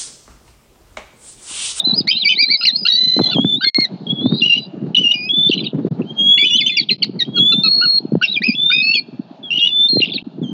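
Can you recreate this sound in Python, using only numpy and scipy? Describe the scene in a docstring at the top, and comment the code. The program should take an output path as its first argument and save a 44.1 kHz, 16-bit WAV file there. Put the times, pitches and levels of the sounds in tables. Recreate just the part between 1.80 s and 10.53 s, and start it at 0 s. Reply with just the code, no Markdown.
"""Eagles whistle, yelp and scream over each other from the start, and hoarse chatter joins in later.
Their notes are sine tones with a few overtones and noisy rasp, and trees scatter them into an echo.
Wind buffets the microphone as filtered noise and short low thuds, over an uneven background hiss.
The stream drops out now and then and skips a few samples."""
import sys
import numpy as np
from scipy import signal
from scipy.io import wavfile
from scipy.ndimage import uniform_filter1d, minimum_filter1d

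SR = 44100
rng = np.random.default_rng(int(sys.argv[2]) if len(sys.argv) > 2 else 0)


def int16_out(signal):
    """Quantize to a 16-bit WAV file."""
    q = np.round(np.clip(np.atleast_2d(signal).T, -1, 1) * 32767)
    wavfile.write(sys.argv[1], SR, q.astype(np.int16))


N = 384976
TOP_HZ = 7400  # upper limit of the overtones and of the stream


def undb(db):
    """Turn decibels into a plain gain."""
    return 10 ** (np.asarray(db) / 20)


def unit(x):
    """Scale a signal to an rms of 1."""
    return x / np.sqrt(np.mean(x ** 2))


def band(x, lo_hz, hi_hz, order=2):
    """Keep only the range between two frequencies (Butterworth band-pass)."""
    return signal.sosfilt(signal.butter(order, [lo_hz, hi_hz], "band", fs=SR, output="sos"), x)


def wobble(hz, order=2):
    """Smooth random motion with rms 1: noise with everything faster than about hz filtered away."""
    lowpass = signal.butter(order, hz, fs=SR, output="sos")
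    return unit(signal.sosfilt(lowpass, rng.standard_normal(N)))


def along(table):
    """Sample numbers, soft ends and columns of a table whose rows begin with a time in seconds."""
    s, *columns = np.transpose(table)
    i = np.arange(int(s[0] * SR), min(int(s[-1] * SR), N))
    t = i / SR
    ends = np.clip(np.minimum(t - s[0], s[-1] - t) / 0.0019, 0, 1)  # 1.9 ms fades
    return i, ends, [np.interp(t, s, c) for c in columns]


def throat(hz):
    """Windpipe and beak: overtones fade above their passband and vanish from TOP_HZ up."""
    # Overtone gain of the throat: overtone_hz [Hz], gain_db [dB]
    throat_gain = [(4950, 0), (5600, -24), (7400, -30)]
    return undb(np.interp(hz, *np.transpose(throat_gain))) * (hz < TOP_HZ)


def bent(share, start_hz, turn_hz, end_hz):
    """Pitch along a note, share -1..1: a rounded arch if it turns back, else two straight slides."""
    arch = (turn_hz - start_hz) * (turn_hz - end_hz) > 0
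    away_hz = np.where(share < 0, start_hz - turn_hz, end_hz - turn_hz)
    return turn_hz + away_hz * np.abs(share) ** (1 + 1.1 * arch)


def notes():
    """Every eagle note as a curve of (s, Hz, dB), then its overtone and rasp levels in dB."""
    # Long wandering calls, one table each, the long cry first:
    # time_s [s], pitch_hz [Hz], first_partial_db [dB rms]
    whistles = [
        [(1.079, 2017, -36.5), (1.11, 1905, -42), (1.2, 2010, -42.5), (1.3, 2013, -43.5), (1.44, 2050, -43),
         (1.518, 1990, -48.5)],
        [(0, 3734, -2), (.025, 3460, -45.5), (.052, 4084, -15.5), (.135, 3910, -16), (.165, 4925, -21),
         (.198, 4920, -10), (.217, 3520, -21)],
        [(1.41, 3580, -32), (1.46, 3330, -29), (1.535, 3580, -20.5), (1.572, 3210, -20), (1.687, 3555, -18),
         (1.752, 3497, -15), (1.8, 4050, -38), (1.842, 3630, -21), (1.897, 3360, -25.5)],
        [(2.267, 3350, -19), (2.287, 3180, -33.5), (2.303, 3346, -14.5), (2.34, 3390, -35), (2.4, 3326, -25),
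         (2.44, 3490, -28), (2.52, 3730, -27), (2.615, 3970, -28.5)],
        [(2.44, 3840, -44.5), (2.5, 4080, -42.5), (2.6, 4110, -28), (2.68, 3970, -39), (2.74, 4000, -33),
         (2.86, 3960, -38)],
        [(2.41, 4000, -46), (2.52, 4450, -42), (2.6, 4800, -38.5), (2.66, 4770, -46.5), (2.87, 4800, -44)],
        [(4.25, 3020, -58), (4.308, 3217, -27.5), (4.34, 3230, -61.5), (4.391, 3246, -15.5),
         (4.537, 3370, -7.5), (4.597, 3414, -13.5), (4.616, 3435, -6.5), (4.654, 3420, -17.5),
         (4.898, 3518, -21), (5.04, 3350, -30)],
        [(5.451, 3140, -28.5), (5.473, 3260, -46.5), (5.53, 3320, -45), (5.562, 3290, -16), (5.603, 3333, -9),
         (5.693, 3488, -11), (5.834, 3614, -22.5)],
        [(6.619, 1810, -24.5), (6.645, 2510, -15), (6.675, 2583, -12.5), (6.714, 2350, -22.5),
         (6.76, 2795, -35)],
        [(6.751, 3376, -20.5), (6.818, 3520, -16), (6.884, 3615, -9), (6.928, 3650, -14.5), (7.016, 3663, -18)],
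        [(6.915, 2340, -11), (6.95, 2508, -15.5), (7, 2512, -17.5), (7.126, 2680, -14), (7.145, 2790, -10.5)],
        [(7.629, 3520, -38.5), (7.645, 3400, -28), (7.72, 3095, -40), (7.83, 3290, -14.5), (7.89, 3490, -28.5),
         (7.93, 3503, -16), (8.05, 3560, -10), (8.095, 3620, -25)],
    ]
    # Voice of each whistle: overtones_db [dB], rasp_db [dB]
    whistle_voice = [(27, -23.5), (-41, -20.5), (-10.5, -26.5), (-31.5, -31), (-40, 7.5), (-26, -22.5),
                     (-8.5, -44.5), (-10.5, -43.5), (-3, -13), (-17, -34), (-11.5, -28.5), (-18, -46.5)]
    # Harsh throbbing screams, one table each: time_s [s], pitch_hz [Hz], first_partial_db [dB rms]
    screams = [
        [(2.615, 2930, -20.5), (2.625, 2757, -10), (2.641, 2760, -12.5), (2.655, 2940, -9.5),
         (2.685, 2887, -17.5), (2.703, 2800, -12.5), (2.745, 2780, -11), (2.779, 2950, -14), (2.8, 2800, -34)],
        [(3.158, 2990, -32), (3.168, 2854, -5), (3.196, 2960, -15.5), (3.224, 3050, -19), (3.242, 2850, -12.5),
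         (3.275, 2806, -14), (3.31, 2850, -12), (3.32, 2937, -11.5), (3.355, 2870, -21)],
        [(7.705, 2820, -17.5), (7.715, 2750, -8), (7.74, 2893, -12), (7.769, 2945, -14.5), (7.777, 2970, -13.5),
         (7.789, 2766, -25.5), (7.82, 2820, -9), (7.871, 2930, -11.5), (7.91, 2790, -24.5)],
    ]
    # Voice of each scream: overtones_db [dB], rasp_db [dB]
    scream_voice = [(-6, -19), (-3, -19), (-6, -19)]
    # Notes, short or long, that bend once while their level runs straight from start to end:
    # start_s [s], before_bend_ms [ms], after_bend_ms [ms],
    # start_hz [Hz], bend_hz [Hz], end_hz [Hz], start_db [dB rms], end_db [dB rms],
    # overtones_db [dB], rasp_db [dB]
    bending_notes = [(0.356, 39, 51, 3750, 4120, 2520, -19.5, -20.5, -34, -11.5),
                     (.309, 10.6, 13, 3890, 3570, 3550, -15.5, -18.5, -25.5, -14.5),
                     (.316, 13, 11, 2640, 2670, 2620, -10, -24, -27, -17),
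                     (.326, 7.6, 28, 3560, 3820, 3600, -25.5, -22.5, -24, -13),
                     (.342, 10.6, 33, 2900, 2720, 3200, -37, -24, -23, -10.5),
                     (.489, 20.5, 18, 3640, 3480, 3510, -17, -21, -24, -10),
                     (0.528, 9.4, 24, 5000, 4700, 4260, -30.5, -34.5, -26, -14),
                     (0.491, 34, 29, 2960, 3062, 3050, -3, -30, -0.5, -13.5),
                     (0.552, 52, 33, 3500, 4256, 3580, -21, -20.5, -31, -37),
                     (0.63, 60, 76, 3706, 4160, 3900, -18.5, -20, -26, -29),
                     (.772, 62, 30, 4970, 5020, 4800, -25, -28.5, -26, -26.5),
                     (0.835, 20, 13, 4280, 4075, 4450, -11.5, -23, -26, -1),
                     (0.81, 13.7, 13, 1380, 1375, 1504, -31, -35.5, 9.5, 10.5),
                     (0.869, 35.3, 62, 4250, 4080, 4380, -31, -12.5, -26, -26.5),
                     (0.964, 46, 22, 4990, 4990, 4770, -25.5, -23.5, -26, -27.5),
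                     (1.03, 16, 9.2, 4780, 5060, 4340, -21, -31, -26, -27.5),
                     (1.11, 41, 22, 4150, 4530, 4220, -17, -19.5, -26, -46),
                     (1.808, 19.3, 19.5, 1406, 1573, 1576, -32.5, -18, -6, 6),
                     (1.844, 184, 29.6, 2137, 2145, 1863, -24.5, -26.5, 11.5, -26),
                     (3.149, 8.6, 12.8, 3230, 4080, 3240, -28.5, -5.5, -10, -16),
                     (3.339, 92, 64, 2433, 2446, 2570, -26.5, -27, -3, -46.5),
                     (3.49, 60, 144, 3257, 3493, 3550, -15.5, -13.5, -18, -32.5),
                     (3.834, 15, 10.5, 3970, 4740, 3260, -34, -32, -17, -24.5),
                     (4.579, 32, 17, 2084, 2330, 2210, -21, -24, -7, -9),
                     (4.612, 18, 25, 2305, 2307, 2570, -15, -10.5, -17, -16),
                     (4.691, 8.5, 16, 2790, 2490, 2500, -32, -31.5, -18.5, -18.5),
                     (4.768, 5.5, 9.5, 4180, 4000, 3820, -24, -21.5, -26, 0),
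                     (4.648, 36, 7.5, 3000, 2976, 3140, -6.5, -21, -2, -19),
                     (4.699, 15, 53, 3070, 2840, 3170, -18.5, -10.5, 8, -22),
                     (4.802, 16.8, 9.7, 2800, 2163, 2130, -25.5, -22.5, 1, -8.5),
                     (5.835, 181, 172, 4265, 4309, 4263, -11.5, -11.5, -26, -36),
                     (6.474, 44.3, 49.6, 3680, 3904, 3050, -21, -20.5, -15.5, -13.5),
                     (7.025, 151.6, 23.7, 4320, 4420, 4270, -19, -16, -26, -53.5),
                     (8.086, 52.5, 63, 4243, 4210, 4162, -13, -15.5, -26, -72),
                     (8.319, 11, 15, 3680, 3390, 4640, -21, -24.5, -47, -30),
                     (8.331, 10.4, 34, 4480, 4530, 3150, -30, -19, -49, -18),
                     (8.38, 5.8, 5.3, 2380, 2780, 2650, -13, -31.5, -48, -1)]
    # Short yelps that slide in pitch and die away: peak_s [s], rise_ms [ms], fall_ms [ms],
    # start_hz [Hz], peak_hz [Hz], end_hz [Hz], first_partial_db [dB rms at the peak],
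    # overtones_db [dB], rasp_db [dB]
    yelps = [(0.297, 26.5, 35, 1890, 2446, 2554, -19.5, 6.5, -12),
             (0.318, 8.8, 5, 2940, 3140, 2970, -0.5, -19, -21.5),
             (0.467, 19.7, 26, 2500, 2275, 2650, -5.5, 2.5, -18),
             (.5, 9.5, 45, 2440, 2590, 2180, -13.5, -14.5, -11),
             (0.619, 46, 39, 1914, 2395, 2120, -15.5, 5, -23.5),
             (0.723, 36, 42, 1759, 2300, 2106, -20, 8, -19.5),
             (0.863, 13.3, 3, 1860, 2970, 2220, -12, 5, 2.5),
             (0.875, 9, 34, 2480, 2126, 1776, -30, 20, -17),
             (0.958, 10.4, 22, 4010, 4560, 4560, -25.5, -26, -37.5),
             (1.061, 12, 19, 1391, 1387, 1910, -24.5, 11, 3.5),
             (1.527, 23, 23, 1477, 1470, 1220, -32, 8.5, -9),
             (2.614, 10, 9, 3300, 3520, 3400, -20, -34, 2.5),
             (3.152, 5.9, 4.1, 2840, 3000, 3050, -5, -14, -6.5),
             (3.322, 6.6, 5.3, 3690, 3680, 3770, -26, -27, -6.5),
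             (3.72, 10, 8.4, 4070, 2740, 2870, -10, -9, -32),
             (3.733, 7.4, 13, 2980, 2990, 2870, -14.5, 0, -3),
             (3.779, 1.6, 3.2, 3200, 3020, 2930, -17, -37, -13.5),
             (3.792, 1.6, 1.7, 3200, 2810, 2540, -13.5, -23.5, -8),
             (3.805, 4.3, 17, 4070, 3500, 3520, -25, -24.5, -5.5),
             (3.874, 4.2, 4.3, 3140, 2850, 2750, -22, -27.5, -14.5),
             (3.798, 32, 16, 3940, 4055, 3930, -24.5, -24.5, -32),
             (3.868, 8.5, 6.3, 3440, 3830, 3460, -21.5, -34, -24.5),
             (4.224, 6.1, 4.6, 2630, 2720, 2640, -33.5, -36, -11),
             (4.579, 4.4, 10, 2870, 2805, 2925, -15.5, -17.5, -10.5),
             (4.68, 7, 12.7, 3764, 3457, 3950, -14, -28, -21.5),
             (4.791, 10.6, 12, 3530, 3090, 2910, -14, -25.5, -21.5),
             (4.873, 12, 20, 2700, 3154, 3050, -13.5, 6, 4),
             (4.901, 9.2, 6.9, 3120, 2400, 2530, -16, -21.5, -12),
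             (4.93, 15, 31, 2040, 2117, 2020, -35, 5, -22.5),
             (4.975, 11.3, 6.8, 2920, 2740, 3010, -13, 12, -24.5),
             (4.982, 12.3, 13, 2436, 2410, 2100, -14, -1, -22),
             (4.999, 7, 18, 2140, 2220, 1860, -31, 21, -4),
             (5.034, 10, 6.6, 3700, 3730, 3570, -28, -29, -17.5),
             (5.1, 13.6, 9.7, 3810, 2680, 2430, -15, -21.5, 8),
             (5.119, 19.3, 20, 1930, 2093, 1980, -33.5, 17.5, 4.5),
             (5.227, 6.8, 5.9, 3280, 2980, 2520, -16.5, -13, 0),
             (5.234, 6.5, 12.3, 2350, 2173, 1866, -26, 17, -9),
             (5.421, 31, 16.3, 2236, 1888, 1960, -32, 15.5, 9),
             (5.584, 22, 7.5, 1470, 1396, 1220, -28.5, 1, -40),
             (5.727, 6.1, 12, 1320, 1375, 1300, -27, 8.5, -38.5),
             (5.868, 32.4, 11.5, 1325, 1290, 1216, -28.5, 7.5, -33.5),
             (6.039, 27.8, 22.6, 1322, 1465, 1315, -16.5, -4.5, -23),
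             (6.429, 16, 7.4, 1348, 1573, 1620, -13.5, -14.5, 4),
             (6.448, 23, 11.2, 2920, 2717, 2604, -4, 1.5, -9),
             (6.575, 11, 16, 2500, 2440, 2320, -15, -19.5, -23),
             (6.909, 9.3, 24, 1414, 1470, 1536, -22, -8, -2.5),
             (7.147, 5.6, 36, 3374, 3388, 2700, -20, 2, -4.5),
             (7.183, 39, 13, 2680, 2385, 2360, -16, -10.5, -29),
             (8.219, 9.3, 6.4, 4460, 2752, 2750, -11, -15.5, -8),
             (8.236, 18, 16, 2740, 2800, 2710, -14, -6, 7.5),
             (8.259, 1.3, 2, 2900, 3200, 3500, -18, -27, -7),
             (8.277, 4.3, 7.3, 4000, 3730, 2750, -31, -29.5, -2),
             (8.289, 1.6, 1.7, 3700, 3300, 2820, -28, -29, 1),
             (7.798, 8, 7.3, 3530, 3650, 3630, -17.5, -35.5, -14),
             (7.878, 8, 10, 3390, 3650, 3190, -20.5, -28, 3.5),
             (8.301, 3.4, 3.3, 3830, 3390, 3500, -15.5, -30, -23),
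             (8.655, 36, 130, 3600, 3150, 3150, -38.5, 2, -24)]
    # level at the start and end of a yelp against its peak
    yelp_start_db, yelp_end_db, yelp_roundness = -18.5, -22, 3.96

    for table, voice in zip(whistles + screams, whistle_voice + scream_voice):
        yield table, *voice

    share = np.linspace(-1, 1, num=41)  # -1 at the start, 0 at the turn, 1 at the end
    for start, before, after, *hz, first_db, last_db, over_db, rasp_db in bending_notes:
        t = (before + share * np.where(share < 0, before, after)) / 1000
        db = first_db + (last_db - first_db) * t / t[-1]
        yield np.transpose([start + t, bent(share, *hz), db]), over_db, rasp_db

    for peak, rise, fall, *hz, db, over_db, rasp_db in yelps:
        t = peak + share * np.where(share < 0, rise, fall) / 1000
        edge_db = np.where(share < 0, yelp_start_db, yelp_end_db)
        db = db + edge_db * np.abs(share) ** yelp_roundness
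        yield np.transpose([t, bent(share, *hz), db]), over_db, rasp_db


def eagles():
    """Near-sine tones of the syrinx (voice organ) with up to three overtones; hoarse notes flutter and rasp."""
    # Extra lines of the long cry, where every other cycle differs:
    # multiple [times the pitch], level_db [dB against the first partial]
    half_lines = [(1.5, -2), (2.5, -8)]
    clear, hoarse = np.zeros(N), np.zeros(N)
    jitter, flutter, puffs = wobble(61), wobble(75, order=4), wobble(90)
    rasp = .22 * wobble(1300, order=4) + .5 * wobble(380, order=4) + 1.3 * wobble(110, order=4)

    for note, (table, over_db, rasp_db) in enumerate(notes()):
        i, ends, (hz, db) = along(table)
        hoarseness = np.clip((rasp_db + 58.0) / 35, 0, 1)
        # the syrinx muscles round off every turn of the pitch
        hz = uniform_filter1d(hz, size=265, mode="nearest")
        shaky_hz = hz * (1 + (.002 + .004 * hoarseness) * jitter[i])
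        phase = 2 * np.pi * np.cumsum(shaky_hz) / SR

        # the third partial is strong only in low notes, and hoarseness wears it down
        third = np.clip((2250 - hz) / 600, .03, 1) * (1.3 - hoarseness)
        overtones = throat(2 * hz) * np.sin(2 * phase)
        overtones += 3.7 * third * throat(3 * hz) * np.sin(3 * phase)
        # only the lowest notes have a fourth
        overtones += 0.5 * (hz < 1700) * throat(4 * hz) * np.sin(4 * phase)
        partials = np.sin(phase) + undb(over_db) * overtones
        if note == 0:  # the long cry
            partials += sum(undb(half_db) * np.sin(k * phase) for k, half_db in half_lines)

        tone = np.sqrt(2) * ends * undb(db) * partials
        clear[i] += tone * (1 + (.12 + .6 * hoarseness ** 2) * np.tanh(flutter[i]))
        # the rasp level is capped, then comes in puffs
        hoarse[i] += tone * undb(min(rasp_db, -8) + 3 * puffs[i]) * rasp[i]

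    # air rushes through the strained throat and lingers around each hoarse note
    strain = uniform_filter1d(np.abs(hoarse), size=900)
    linger = np.exp(-1 / (.03 * SR))  # fades over 30 ms
    strain = signal.lfilter([1 - linger], [1, -linger], strain)
    rush = undb(-7 + 2.5 * puffs) * strain * rng.standard_normal(N)
    return clear + band(hoarse + rush, 2224, 5000, order=8)


def trees(x):
    """Quick scatter from branches, then a thin long tail from the tree line, both decaying noise."""
    near_t60_s, near_db = 0.072, -12.5  # T60: time to fade by 60 dB
    far_t60_s, far_db = 0.87, -33
    t = np.arange(int(1.2 * SR)) / SR
    near, far = rng.standard_normal((2, len(t))) * (t > .004)  # echoes start after 4 ms
    near = near * 1000. ** (-t / near_t60_s)
    far = far * 1000. ** (-t / far_t60_s)
    tail = undb(near_db) * near / np.linalg.norm(near) + undb(far_db) * far / np.linalg.norm(far)
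    return signal.fftconvolve(x, tail)[:N]


def wind(buffet_db):
    """Eddies hit the capsule as low rumble and short thuds; hard ones bend the diaphragm and crackle."""
    # Loudest wind thuds: time_s [s], peak_db [dB], length_ms [ms, width at half height]
    loud_thuds = [(.13, -11, 6.6), (.207, -8.5, 3.1), (1.367, -4, 1.6), (1.382, -9, 8), (1.392, 2, 0.46),
                  (1.4, 7.5, 2.5), (1.412, 6, 2.1), (1.568, -6.5, 1), (1.585, 4, 0.96), (1.593, 0, 10),
                  (1.648, 6, 2.05), (1.986, 2, 4.9), (2.444, -9, 7), (2.458, -12, 12), (2.521, -4.5, 8.2),
                  (2.552, -16, 7), (3.698, -0.5, 3.7), (4.05, -2.5, 2.8), (4.114, -9.5, 11.5),
                  (4.195, -12.5, 7.5), (4.212, -5.5, 3), (5.784, -7.5, 6.8), (6.253, -9, 4.1),
                  (6.322, -2, 2.24), (6.334, -3.5, 6.4), (6.354, 4, 2.34), (6.37, -9.5, 12.3),
                  (6.693, -4.5, 9.9), (7.397, -11, 6.3), (8.133, -8.5, 3.4), (8.16, -5.5, 3.3),
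                  (8.171, 7.5, 1.77), (8.203, -8, 3.2), (8.617, -8, 2.9), (8.695, -15, 5.5)]
    thud_hz, sag_hz_per_ms, spread_hz = 316.5, 13.35, 61  # longer thuds are lower
    small_count, small_over_buffet_db, small_ms = 70, 13.5, 7.3  # varied at random below

    rumble = band(rng.standard_normal(N), 140, 262.0)
    rumble = rumble + 0.26 * band(rng.standard_normal(N), 310, 427)
    gusty_db = buffet_db + 6.33 * np.clip(wobble(14.7), -3, 2)
    out = undb(gusty_db) * unit(rumble)

    place, size, length = rng.uniform(0, 1, (small_count, 3)).T
    small_db = buffet_db[(place * N).astype(int)] + small_over_buffet_db + 8 * size
    small_thuds = np.transpose([place * N / SR, small_db, small_ms * (0.3 + length)])
    thuds = np.vstack([loud_thuds, small_thuds])
    around = np.arange(-1500, 1500)  # samples around the middle of a thud
    t = around / SR
    for (s, db, ms), (turn, pitch) in zip(thuds, rng.uniform(-0.78, 1, (len(thuds), 2))):
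        hz = thud_hz - sag_hz_per_ms * ms + spread_hz * pitch
        i = np.clip(int(s * SR) + around, 0, N - 1)
        bump = np.exp(-4 * np.log(2) * (1000 * t / ms) ** 2)
        out[i] += undb(db) * bump * np.cos(2 * np.pi * hz * t + np.pi * turn)

    force = uniform_filter1d(np.abs(out), size=200)
    # the steep power leaves crackle only where the wind hits hard
    crackle = force ** 4.47 * unit(band(rng.standard_normal(N), 250, 710, order=2))
    return out + undb(1.5) * crackle


def background_hiss(db):
    """Uneven background hiss: third-octave bands of noise, each flickering on its own."""
    # Spectrum of the background hiss: band_hz [Hz], density_db [relative dB per Hz]
    hiss_spectrum = [(380, -3), (452, -21), (663, 10), (1140, -13.5), (1470, -4), (1850, -28.5),
                     (2560, -16.5), (3440, -15.5), (3620, -14.5), (4250, -13.5), (4640, -29.5), (7330, -39)]
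    hz, shape_db = np.transpose(hiss_spectrum)
    out = np.zeros(N)
    for centre in 400 * 2 ** np.arange(0, 4.1, 1 / 3):
        # wider bands hold more power
        size_db = np.interp(np.log(centre), np.log(hz), shape_db) + 10 * np.log10(centre)
        noise = band(rng.standard_normal(N), centre / 2 ** (1 / 6), centre * 2 ** (1 / 6))
        out += undb(size_db + 2.5 * wobble(6)) * unit(noise)
    return undb(db) * unit(out)


def chatter():
    """A voice that breaks up: short pulses of scattered pitch, each sliding slightly up or down."""
    # Hoarse chatter, one table a burst: time_s [s], centre_hz [Hz], pulse_db [dB, middle of the peak levels]
    bursts = [
        [(3.69, 3880, -23), (3.8, 3160, -31), (3.88, 3300, -28.5), (3.92, 3200, -46)],
        [(8.2, 2950, -23), (8.31, 3220, -27.5), (8.38, 3500, -33), (8.42, 3470, -40)],
        [(4.6, 3000, -37.5), (5.04, 3300, -33.5)],
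    ]
    out = np.zeros(N)
    around = np.arange(-300, 300)  # samples around the middle of a pulse
    t = around / SR
    for table in bursts:
        i, _, (hz, db) = along(table)
        pulses = rng.uniform(-1, 1, (int(len(i) / SR * 380), 4))  # 380 pulses a second
        for place, pitch, slide, size in pulses:
            k = int((place + 1) / 2 * (len(i) - 1))
            phase = 2 * np.pi * (hz[k] * (1 + .24 * pitch) * t + 60000 * slide * t ** 2)
            bump = np.exp(-(t / .0011) ** 2)
            out[i[k] + around] += undb(db[k] + 7 * size) * bump * np.sin(phase)
    return out


def scene():
    """Birds and their echo from the trees, with wind that rises and falls, over hiss of varying level."""
    # Course of wind and hiss: time_s [s], buffeting_db [dB, before its quick swings],
    # background_hiss_db [dB rms]
    gusts = [(0.0, -45, -41.5), (0.092, -28.5, -37), (0.291, -45.5, -48.5), (1.298, -41.5, -54),
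             (1.49, -34, -35), (1.59, -21, -60), (1.81, -40.5, -55), (2.069, -40.5, -45.5),
             (2.409, -24, -47), (2.53, -23, -51), (2.701, -39, -51), (2.939, -38.5, -47),
             (3.09, -25.5, -48), (3.297, -42.5, -48.5), (4.049, -24.5, -49.5), (4.39, -31.5, -44.5),
             (4.7, -39, -53.5), (5.11, -36, -60.5), (5.762, -29.5, -46), (6.049, -44, -46.5),
             (6.439, -39.5, -49), (6.78, -37, -57.5), (7.141, -43, -53.5), (7.55, -42.5, -47),
             (7.979, -48, -50), (8.661, -32, -52.5)]
    s, *columns = np.transpose(gusts)
    buffet_db, hiss_db = (np.interp(np.arange(N) / SR, s, c) for c in columns)
    birds = eagles() + chatter()
    return (birds + trees(birds) + wind(buffet_db) + background_hiss(hiss_db))[None]


def record(dry):
    """Capsule, bass cut and peak limiter, then a stream that nearly falls silent at times and skips."""
    # Stream dropouts: start_s [s], end_s [s], return_ms [ms]
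    dropouts = [(1.898, 1.946, .05), (4.086, 4.111, 1.5), (5.165, 5.183, 2), (8.427, 8.444, 2)]
    # Moments where the stream skips: time_s [s]
    skip_times = [.277, 2.0095, 4.1735, 5.246]
    skip_samples = 5
    limit = .76  # peak level, full scale is 1

    # a lopsided capsule mixes overlapping voices and wind into sum and difference tones
    x = dry + undb(-34.5) * dry ** 2
    x = signal.sosfilt(signal.butter(10, 118, "high", fs=SR, output="sos"), x)
    gain = minimum_filter1d(np.minimum(1, limit / (np.abs(x) + 1e-9)), size=441)  # 10 ms window
    x = x * uniform_filter1d(gain, size=441)

    t = np.arange(N) / SR
    for start, end, back_ms in dropouts:
        fade_out = 1000. ** (-np.abs(t - start) / 0.011)  # 60 dB in 11 ms
        fade_in = np.exp(-1000 * np.abs(end - t) / back_ms)
        x = x * np.where((t > start) & (t < end), undb(-44.5) + fade_out + fade_in, 1)

    skipped = skip_samples * np.searchsorted(skip_times, t)
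    x = x[:, np.minimum(np.arange(N) + skipped, N - 1)]
    return signal.sosfilt(signal.ellip(10, .2, 90, TOP_HZ, fs=SR, output="sos"), x)


dry = scene()
out = record(dry)
int16_out(out)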